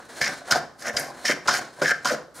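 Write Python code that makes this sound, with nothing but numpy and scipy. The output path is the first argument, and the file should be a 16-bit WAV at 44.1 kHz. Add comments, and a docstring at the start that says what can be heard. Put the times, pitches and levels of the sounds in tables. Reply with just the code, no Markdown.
"""A wooden hand plane works back and forth over clamped stock on a bench in a small workshop.
Tearing fibres and jolts of the iron ring the plane's body, the bench and the iron,
with hiss from the shaving, thuds from the bench legs and a few bright ticks of snapping chips.
Between cuts the sole slides softly, and the room answers each stroke over a quiet room tone."""
import sys
import numpy as np
from scipy import signal
from scipy.fft import rfft, irfft
from scipy.io import wavfile
from scipy.ndimage import uniform_filter1d

SR = 44100
rng = np.random.default_rng(int(sys.argv[2]) if len(sys.argv) > 2 else 0)


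def to_wav(s):
    """Save 16-bit WAV."""
    ch = np.atleast_2d(s).T  # columns
    pcm = np.round(np.clip(ch, -1, 1) * 32767)  # PCM
    wavfile.write(sys.argv[1], SR, pcm.astype(np.int16))


N = 105840

# One table per cut: t/s, body drive level/dB, then bench, iron and hiss level/dB relative to it,
# then ring centre f/Hz of body, bench and iron
CUTS = [
    [(0.205, -42.5, 3, -8, -13, 1700, 594, 5220), (0.215, -17.5, -13, -3, -17.5, 1718, 573, 5030),
     (0.237, -28, -17.5, 1, -11, 1750, 600, 5070), (0.273, -24.5, -15, -2.5, -22, 1790, 587, 5000),
     (0.279, -26, -9, -0.5, -8, 1660, 570, 5650), (0.287, -31, -19, -3, -22, 1620, 586, 5470)],
    [(0.475, -48.5, -7, -19, -20, 1550, 703, 5260), (0.506, -32.5, 4.5, -9, -11, 1490, 737, 5400),
     (0.511, -19, -10, 2, -8, 1406, 700, 5400), (0.516, -29.5, -3, 8.5, -1, 1480, 710, 5300),
     (0.522, -18.5, -9.5, -5, -13, 1450, 690, 4760), (0.545, -24.5, -13.5, -7.5, -20, 1460, 770, 4580),
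     (0.561, -26.5, 3.5, -4.5, -10, 1460, 748, 4400), (0.592, -35, -4, -12, -13, 1530, 704, 4700)],
    [(0.79, -58.5, 1, 3, -1, 1670, 585, 5070), (0.824, -38, -7, -6.5, -8, 1700, 586, 4900),
     (0.844, -37, -11, -8.5, -15, 1530, 680, 5300), (0.872, -28, -3.5, -2, -11.5, 1630, 650, 5700),
     (0.899, -31, -1.5, -13, -15, 1630, 550, 5800), (0.908, -36, 1, -20, -24, 1580, 610, 5750)],
    [(0.93, -44, -4, -2, -7, 1680, 644, 5250), (0.962, -42, 8.5, -6, -8, 1580, 613, 5230),
     (0.970, -22.5, -24, 7, -14, 1590, 580, 4820), (0.994, -31.5, -1.5, -31, -2.5, 1670, 540, 5160),
     (1.038, -35.5, -2.5, -8.5, -10.5, 1580, 656, 5330), (1.11, -54, 12, 0, -1, 1720, 785, 4600)],
    [(1.243, -43.5, 8, -10, -18.5, 1750, 690, 5470), (1.255, -24, -15.5, 2.5, -12, 1850, 700, 5500),
     (1.279, -25, -22, 2, -12, 1770, 600, 5500), (1.289, -21.5, -18, -7, -15, 1740, 445, 5370),
     (1.301, -19, 1.5, -10, -18, 1717, 420, 5500), (1.315, -17.5, -26, -3, -21, 1654, 524, 5940),
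     (1.337, -34.5, 1, -10, -10, 1700, 656, 5500)],
    [(1.474, -40.5, 1, 12, 2, 1450, 930, 5100), (1.484, -15.5, -5, -5, -17.5, 1400, 930, 5270),
     (1.507, -29.5, -2, 4, -15, 1490, 830, 5230), (1.544, -21, -14, -7.5, -12.5, 1590, 720, 4580),
     (1.576, -29.5, -9, -2, -5.5, 1520, 746, 4100), (1.595, -29.5, 1, -12, -12, 1600, 690, 4770)],
    [(1.813, -34.5, -4.5, -19, -17, 1590, 610, 5350), (1.82, -21, 4, -7.5, -20, 1500, 442, 4860),
     (1.832, -28.5, 3, -3.5, -8, 1540, 417, 5100), (1.86, -19.5, -16, -17, -24, 1720, 573, 5050),
     (1.868, -25.5, -38, -2.5, -15, 1645, 590, 5060), (1.9, -25.5, -45, -9, -11, 1607, 630, 5440),
     (1.912, -16.5, -25, -6.5, -19, 1654, 654, 5640), (1.923, -27.5, -2, -11, -35, 1540, 670, 5500)],
    [(2.046, -31, -7, 5, -16, 1500, 890, 5290), (2.056, -23, -1.5, -2, -12, 1414, 980, 5270),
     (2.078, -27.5, -10, 2.5, -9.5, 1473, 840, 4900), (2.104, -20.5, -24, -11.5, -20, 1544, 576, 5100),
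     (2.118, -34, 11, 0, -3.5, 1440, 528, 6000), (2.15, -32, 2, -3, -14, 1530, 545, 6200)],
]


def amp(db):
    return 10 ** (np.asarray(db) / 20)


def unit_rms(x):
    return x / np.sqrt(np.mean(x ** 2) + 1e-20)


def eq(x, points, to_gain=amp):
    """Filters by a curve on a log-frequency axis."""
    f, value = np.transpose(points)
    hz = np.fft.rfftfreq(x.shape[-1], 1 / SR)
    return irfft(rfft(x) * to_gain(np.interp(np.log(hz + 1), np.log(f + 1), value)), x.shape[-1])


def band(x, points):
    """Colours by a dB curve with steep skirts; unit RMS out."""
    (low, low_db), (high, high_db) = points[0], points[-1]
    return unit_rms(eq(x, [(low * .7, low_db - 40), *points, (high * 1.3, high_db - 40)]))


def butter(x, order, hz, kind):
    return signal.sosfilt(signal.butter(order, hz, kind, fs=SR, output="sos"), x)


def envelopes(tables, count):
    """Gain curves from a level column and those relative to it; silent outside the tables."""
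    t, gains = np.arange(N) / SR, np.zeros((count, N))
    for rows in tables:
        s, db, *relative = np.transpose(rows)[:count + 1]
        gains += ((t >= s[0]) & (t <= s[-1])) * amp([np.interp(t, s, db + r) for r in [0] + relative])
    return gains


def flutter(width):
    """Random wobble, smoothed over width samples."""
    return unit_rms(uniform_filter1d(uniform_filter1d(rng.standard_normal(N), width), width))


def ring(x, modes):
    """Rings a set of damped modes; unit power gain for noise."""
    t = np.arange(6000) / SR
    impulse = sum(amp(db - 60 * t / t60) * np.sin(2 * np.pi * hz * t) / np.sqrt(t60)
                  for hz, db, t60 in modes)
    return signal.oaconvolve(x, impulse / np.linalg.norm(impulse))[:N]


def sweep(x, hz, width_hz):
    """Moving resonance: shift down, smooth, shift back."""
    carrier = np.exp(2j * np.pi * np.cumsum(hz) / SR)
    pole = np.exp(-np.pi * width_hz / SR)
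    return 2 * (carrier * signal.lfilter([1 - pole], [1, -pole], x / carrier)).real


def fibres(snaps_per_s=7000, size_db=1.8, chatter_db=2.2, chatter_s=0.004):
    """Fibres tear in dense, uneven snaps, clumped by the chatter of the iron."""
    sizes = amp(size_db * np.minimum(rng.exponential(1, N), 3.)) * rng.standard_normal(N)
    snaps = sizes * (rng.random(N) < snaps_per_s / SR)
    return unit_rms(snaps * amp(chatter_db * flutter(round(chatter_s * SR))))


def sole_slide():
    """The sole rubs unevenly along the wood: grainy noise in three bands."""
    # One table per slide: t/s, low rub level/dB, then treble and top swish level/dB relative to it
    slides = [
        [(0.0, -44, -10, -17), (0.044, -48.5, -10.5, -21), (0.048, -53, -7, -13), (0.205, -45, 0, -6.5)],
        [(0.288, -33.5, -9, -18), (0.398, -50.5, -1.5, -10), (0.414, -52, -6.5, -20), (0.5, -41, -4, -10)],
        [(0.6, -36.5, -30, -36), (0.684, -48, -15, -45), (0.764, -60, -13, -18), (0.8, -61.5, 9, 10)],
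        [(1.1, -50.5, -5, -8), (1.126, -43, -18, -27), (1.136, -48.5, -9.5, -18.5), (1.245, -42, -1, -6.5)],
        [(1.36, -41.5, -32, -22), (1.422, -52, -15, -27), (1.45, -46, -7, -14), (1.47, -34.5, -13, -26)],
        [(1.61, -37, -10.5, -25), (1.716, -56.5, -6, -17), (1.73, -57.5, -3.5, -9.5), (1.81, -43.5, -7, -13)],
        [(1.96, -52, -30, -27), (2.004, -55, -2, -26), (2.04, -48, -9.5, -11), (2.045, -55, -5, -21)],
        [(2.15, -40, -9, -31), (2.252, -51.5, -20, -44), (2.258, -68, -23, -27), (2.33, -70, -20, -19)],
        [(2.342, -62, -2, 4), (2.348, -54.5, -3, 2.5), (2.384, -43, -4, -2.5), (2.4, -39, -7, -10)],
    ]
    # Spectra of the three bands: f/Hz, level/dB
    low = [(59, -71), (100, -7.5), (267, -1), (722, 2.5), (862, -2.5), (1060, 1), (1210, -4), (1570, 0),
           (2600, -22), (3380, -40), (5720, -120)]
    treble = [(1530, 5), (2600, -5.5), (3670, 0), (4270, 4), (4700, -3.5), (7000, -4), (9100, -13),
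              (15400, -120)]
    swish = [(4120, -16), (7000, -6), (10300, 0.5), (12300, -10.5), (15500, -14)]
    gains = uniform_filter1d(envelopes(slides, 3), 200)
    rub = fibres() + 2.6 * rng.standard_normal(N)
    uneven = amp(2.2 * flutter(600))
    return uneven * sum(gain * band(rub, colour) for gain, colour in zip(gains, (low, treble, swish)))


def room_tone(level_db=-54.5):
    """Quiet, dark air, mostly common to both sides."""
    # Air spectrum: f/Hz, level/dB
    colour = [(18, -39), (50, -8.5), (359, -4.5), (432, -9), (1140, -8), (1590, -11), (2550, -28.5),
              (4540, -23), (12600, -37.5), (15500, -44)]
    noise = rng.standard_normal((3, N))
    return amp(level_db) * band(noise[0] + 0.6 * noise[1:], colour)


def cutting(legs_db=-16.5):
    """Tearing fibres drive body, bench, iron and shaving; the legs take a share of the bench's drive."""
    tearing = [fibres() for _ in range(3)]
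    hiss = unit_rms(fibres() + 0.89 * rng.standard_normal(N))
    drive = envelopes(CUTS, 4) * np.array(tearing + [hiss])
    return np.vstack([drive, amp(legs_db) * drive[1]])


def plane_body(drive, hz, width_hz=440, upper_ratio=1.275):
    """The wooden body rings, brought forward in two moving bands."""
    # Body modes: f/Hz, level/dB, t60/s
    modes = [(1339, 6, 0.012), (1506, 2, 0.013), (1594.6, 0.5, 0.11), (1735, -34.5, 0.034),
             (1761, 2.5, 0.011), (1994, -5, 0.017), (2213, 2, 0.0067), (2106, 3.5, 0.0071),
             (2323, 3.5, 0.0037)]
    rung = ring(drive, modes)
    lower, upper = (sweep(sweep(rung, f, width_hz), f, width_hz) for f in (hz, upper_ratio * hz))
    return 1.44 * (lower - amp(-3) * upper) + amp(-10) * rung


def bench(drive, hz, width_hz=452):
    """The bench knocks in the low mids, brought forward in one moving band."""
    # Bench modes: f/Hz, level/dB, t60/s
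    modes = [(290, 0, 0.093), (370, -1, 0.16), (416, -7.5, 0.12), (534, 1.5, 0.039), (602, 7.5, 0.029),
             (718.6, 7, 0.042), (806, 6, 0.023), (983, 4.5, 0.0087), (1053, 14.5, 0.023)]
    rung = ring(drive, modes)
    return 1.246 * sweep(sweep(rung, hz, width_hz), hz, width_hz) + amp(-4.5) * rung


def iron(drive, hz):
    """The iron's short, bright ring, with a moving peak."""
    # Iron modes: f/Hz, level/dB, t60/s
    modes = [(3160, -3, .016), (3570, -10, .008), (3900, -10, .008), (4300, -6, .007), (4660, -3, .008),
             (5000, -2, .007), (5320, 0, .011), (5600, -1, .007), (6000, -5, .006), (6430, -6, .009),
             (6900, -8, .006), (8500, -9, .006)]
    rung = ring(drive, modes)
    return butter(0.69 * sweep(rung, hz, width_hz=374) + amp(-2.5) * rung, 2, [2700, 8400], "band")


def shaving(drive):
    """The shaving hisses as it peels off."""
    # Hiss spectrum: f/Hz, level/dB
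    colour = [(3820, -14), (6500, -3), (6990, -6), (11100, -13.5), (13800, -18.5), (15500, -27)]
    return band(drive, colour) * np.sqrt(np.mean(drive ** 2))


def bench_legs(drive):
    """The legs thud under the cut."""
    # Leg modes: f/Hz, level/dB, t60/s
    modes = [(60, -8, 0.19), (101, -22, 0.055), (146, 13, 0.11), (211, 13.5, 0.11)]
    return butter(ring(drive, modes), 2, [65, 260], "band")


def jolts(body_hz, bench_hz, trim_db=-12, knock_db=-12, thud_db=-22):
    """The iron catches: a gritty knock at the body and bench centres, grit above, a push on the legs."""
    # Catches: t/s, body level/dB, then bench, iron, hiss and thud level/dB relative to it, rise/ms
    catches = [(0.2140, 3, -17.5, -22, -31, -10.5, 0.69), (0.4157, -31.5, 8.5, -20, -23, -18, 1.55),
               (0.4830, -30, 6, -12, -15, -20, 1.5), (0.5093, -2.5, -11, 2, -19, -45, 1.6),
               (0.5204, -3.5, -31, 2, -4, -4.5, 1.47), (0.5490, -26.5, 11, -7, -25, -37, 1.2),
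               (0.5570, -13, 12, -8, -28, -37, 1.35), (0.8215, -27, -28, -1.5, -2, -28, 2.8),
               (0.9392, -25.5, 3, -4, -22, 11.5, 2.3), (0.9655, -21, -18, 11, 0.5, -24, 3),
               (0.9972, -8, -16, -19, -14, -7.5, 0.72), (1.0844, -33, -3, -6, -4, -9, 1.2),
               (1.2534, -10, -33, -16, -5, -36, 0.67), (1.2966, -10, 3, -18, -26, -44, 1.4),
               (1.4834, -3, -12.5, -7.5, -34, -15.5, 1.3), (1.7865, -40.5, 15, -7, -9, 1, 2),
               (1.8200, -7, 1, -29, -40, -22, 1.5), (1.8572, 0.5, -33, -11, -34, -19, 1.5),
               (1.8788, -1, -40, -28, -32, -28, 1.7), (1.8935, 2.5, -32, -16, -30, -43, 0.85),
               (1.8990, -3, -36, -19, -30, -45, 0.87), (1.9070, 5.5, -26, -26, -29, -48, 0.9),
               (1.9140, 1, -17, -20, -25, -45, 1.1), (2.0544, -8, -19, -23, -10, -39, 1.7),
               (2.086, -5.5, -10, -13, -23, -44, 1.2), (2.105, -10, -3.5, -16, -23, -44, 1.9),
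               (2.1150, -20.5, 13, -4, -20, -30, 2.4), (2.2804, -53, 22.5, -10.5, -8, -11, 1.7)]
    length = 800
    t, drive = np.arange(length) / SR, np.zeros((5, N))
    grits = np.sign(rng.standard_normal((len(catches), 4, length)))
    for (s, db, *relative, rise_ms), grit in zip(catches, grits):
        at = round(s * SR)
        age = t * 1000 / rise_ms
        pulse = 2 * age * np.exp(-age)
        knock = amp(knock_db) * np.sin(2 * np.pi * np.outer([body_hz[at], bench_hz[at]], t))
        force = np.vstack([knock + 0.3 * grit[:2], grit[2:], np.full(length, amp(thud_db))])
        drive[:, at:at + length] += amp(trim_db + db + np.array([0] + relative)[:, None]) * force * pulse
    return drive


def plane():
    """Cuts and jolts drive every part; the rings shift as the plane travels."""
    t, rows = np.arange(N) / SR, np.vstack(CUTS)
    body_hz, bench_hz, iron_hz = (np.interp(t, rows[:, 0], hz) for hz in rows.T[-3:])
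    to_body, to_bench, to_iron, to_shaving, to_legs = cutting() + jolts(body_hz, bench_hz)
    wood = butter(plane_body(to_body, body_hz) + bench(to_bench, bench_hz), 3, 134, "high")
    return wood + iron(to_iron, iron_hz) + shaving(to_shaving) + bench_legs(to_legs)


def chips(decay_s=0.0002):
    """Each chip snaps off with a tiny bright tick."""
    # Ticks: t/s, peak level/dB, f/Hz
    ticks = [(0.8055, -32, 10500), (0.8226, -30, 4470), (0.9393, -44, 11500), (0.9968, -14, 11200),
             (1.0014, -18, 9100), (1.0245, -32, 11500), (1.913, -23, 7560)]
    out, t = np.zeros(N), np.arange(-40, 200) / SR
    for s, db, hz in ticks:
        at = round(s * SR)
        out[at:at + len(t)] += amp(db) * np.exp(-abs(t) / decay_s) * np.cos(2 * np.pi * hz * t)
    return out


def stereo_width(x):
    """A smeared copy, added left and subtracted right, widens the sound."""
    # Stereo image: f/Hz, left-right correlation
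    likeness = [(90, 0.72), (180, 1), (550, 0.96), (1650, 0.95), (4970, 0.97), (15000, 0.71)]
    taps = rng.choice([-1., 1.], 1500) * np.exp(-np.arange(1500) / 400)
    smeared = signal.oaconvolve(x, taps / np.linalg.norm(taps))[:N]
    side = eq(smeared, likeness, lambda c: np.sqrt((1 - c) / (1 + c)))
    return np.array([x + side, x - side])


def workshop(x, level_db=-8, mid_gain=0.95):
    """Sparse room echoes, each band dying at its own speed, partly alike on both sides."""
    # Room decay: f/Hz, t60/s
    decay = [(200, 0.44), (530, 0.36), (1390, 0.31), (3680, 0.36), (9700, 0.31)]
    # Reverb send EQ: f/Hz, level/dB
    colour = [(200, 2), (1600, 0.5), (5000, -2), (10000, -4)]
    taps = np.zeros((2, SR // 2))
    slots = np.arange(200, SR // 2 - 20, 20)
    at = slots + rng.integers(0, 20, (2, len(slots)))
    np.put_along_axis(taps, at, rng.choice([-1., 1.], at.shape), 1)
    hz, t, spectra = signal.stft(taps, SR, nperseg=256)
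    t60 = np.interp(hz, *np.transpose(decay))[:, None]
    mid, side = signal.istft(spectra * amp(-60 * t / t60), SR, nperseg=256)[1]
    side *= np.sqrt(1 - mid_gain ** 2)
    tail = (mid_gain * mid + np.array([side, -side])) / np.linalg.norm(mid)
    return amp(level_db) * signal.fftconvolve(eq(x, colour)[None], tail, axes=1)[:, :N]


def scene():
    """The plane up close, with the room around it."""
    near = plane() + chips() + sole_slide()
    return stereo_width(near) + workshop(near) + room_tone()


def record(dry, cutoff_hz=15800):
    """Two close microphone ports of slightly different colour, then a low-pass."""
    # Port balance: f/Hz, left minus right level/dB
    balance = [(60, -3.5), (180, 1.5), (550, -1.1), (1650, 0.2), (4970, 0.6), (15000, -1)]
    left = eq(dry[0], balance, lambda db: amp(db / 2))
    right = eq(dry[1], balance, lambda db: amp(-db / 2))
    lowpass = signal.firwin(511, cutoff_hz, window=("kaiser", 9), fs=SR)
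    return signal.oaconvolve(np.array([left, right]), lowpass[None], "same")


dry = scene()
out = record(dry)
to_wav(out)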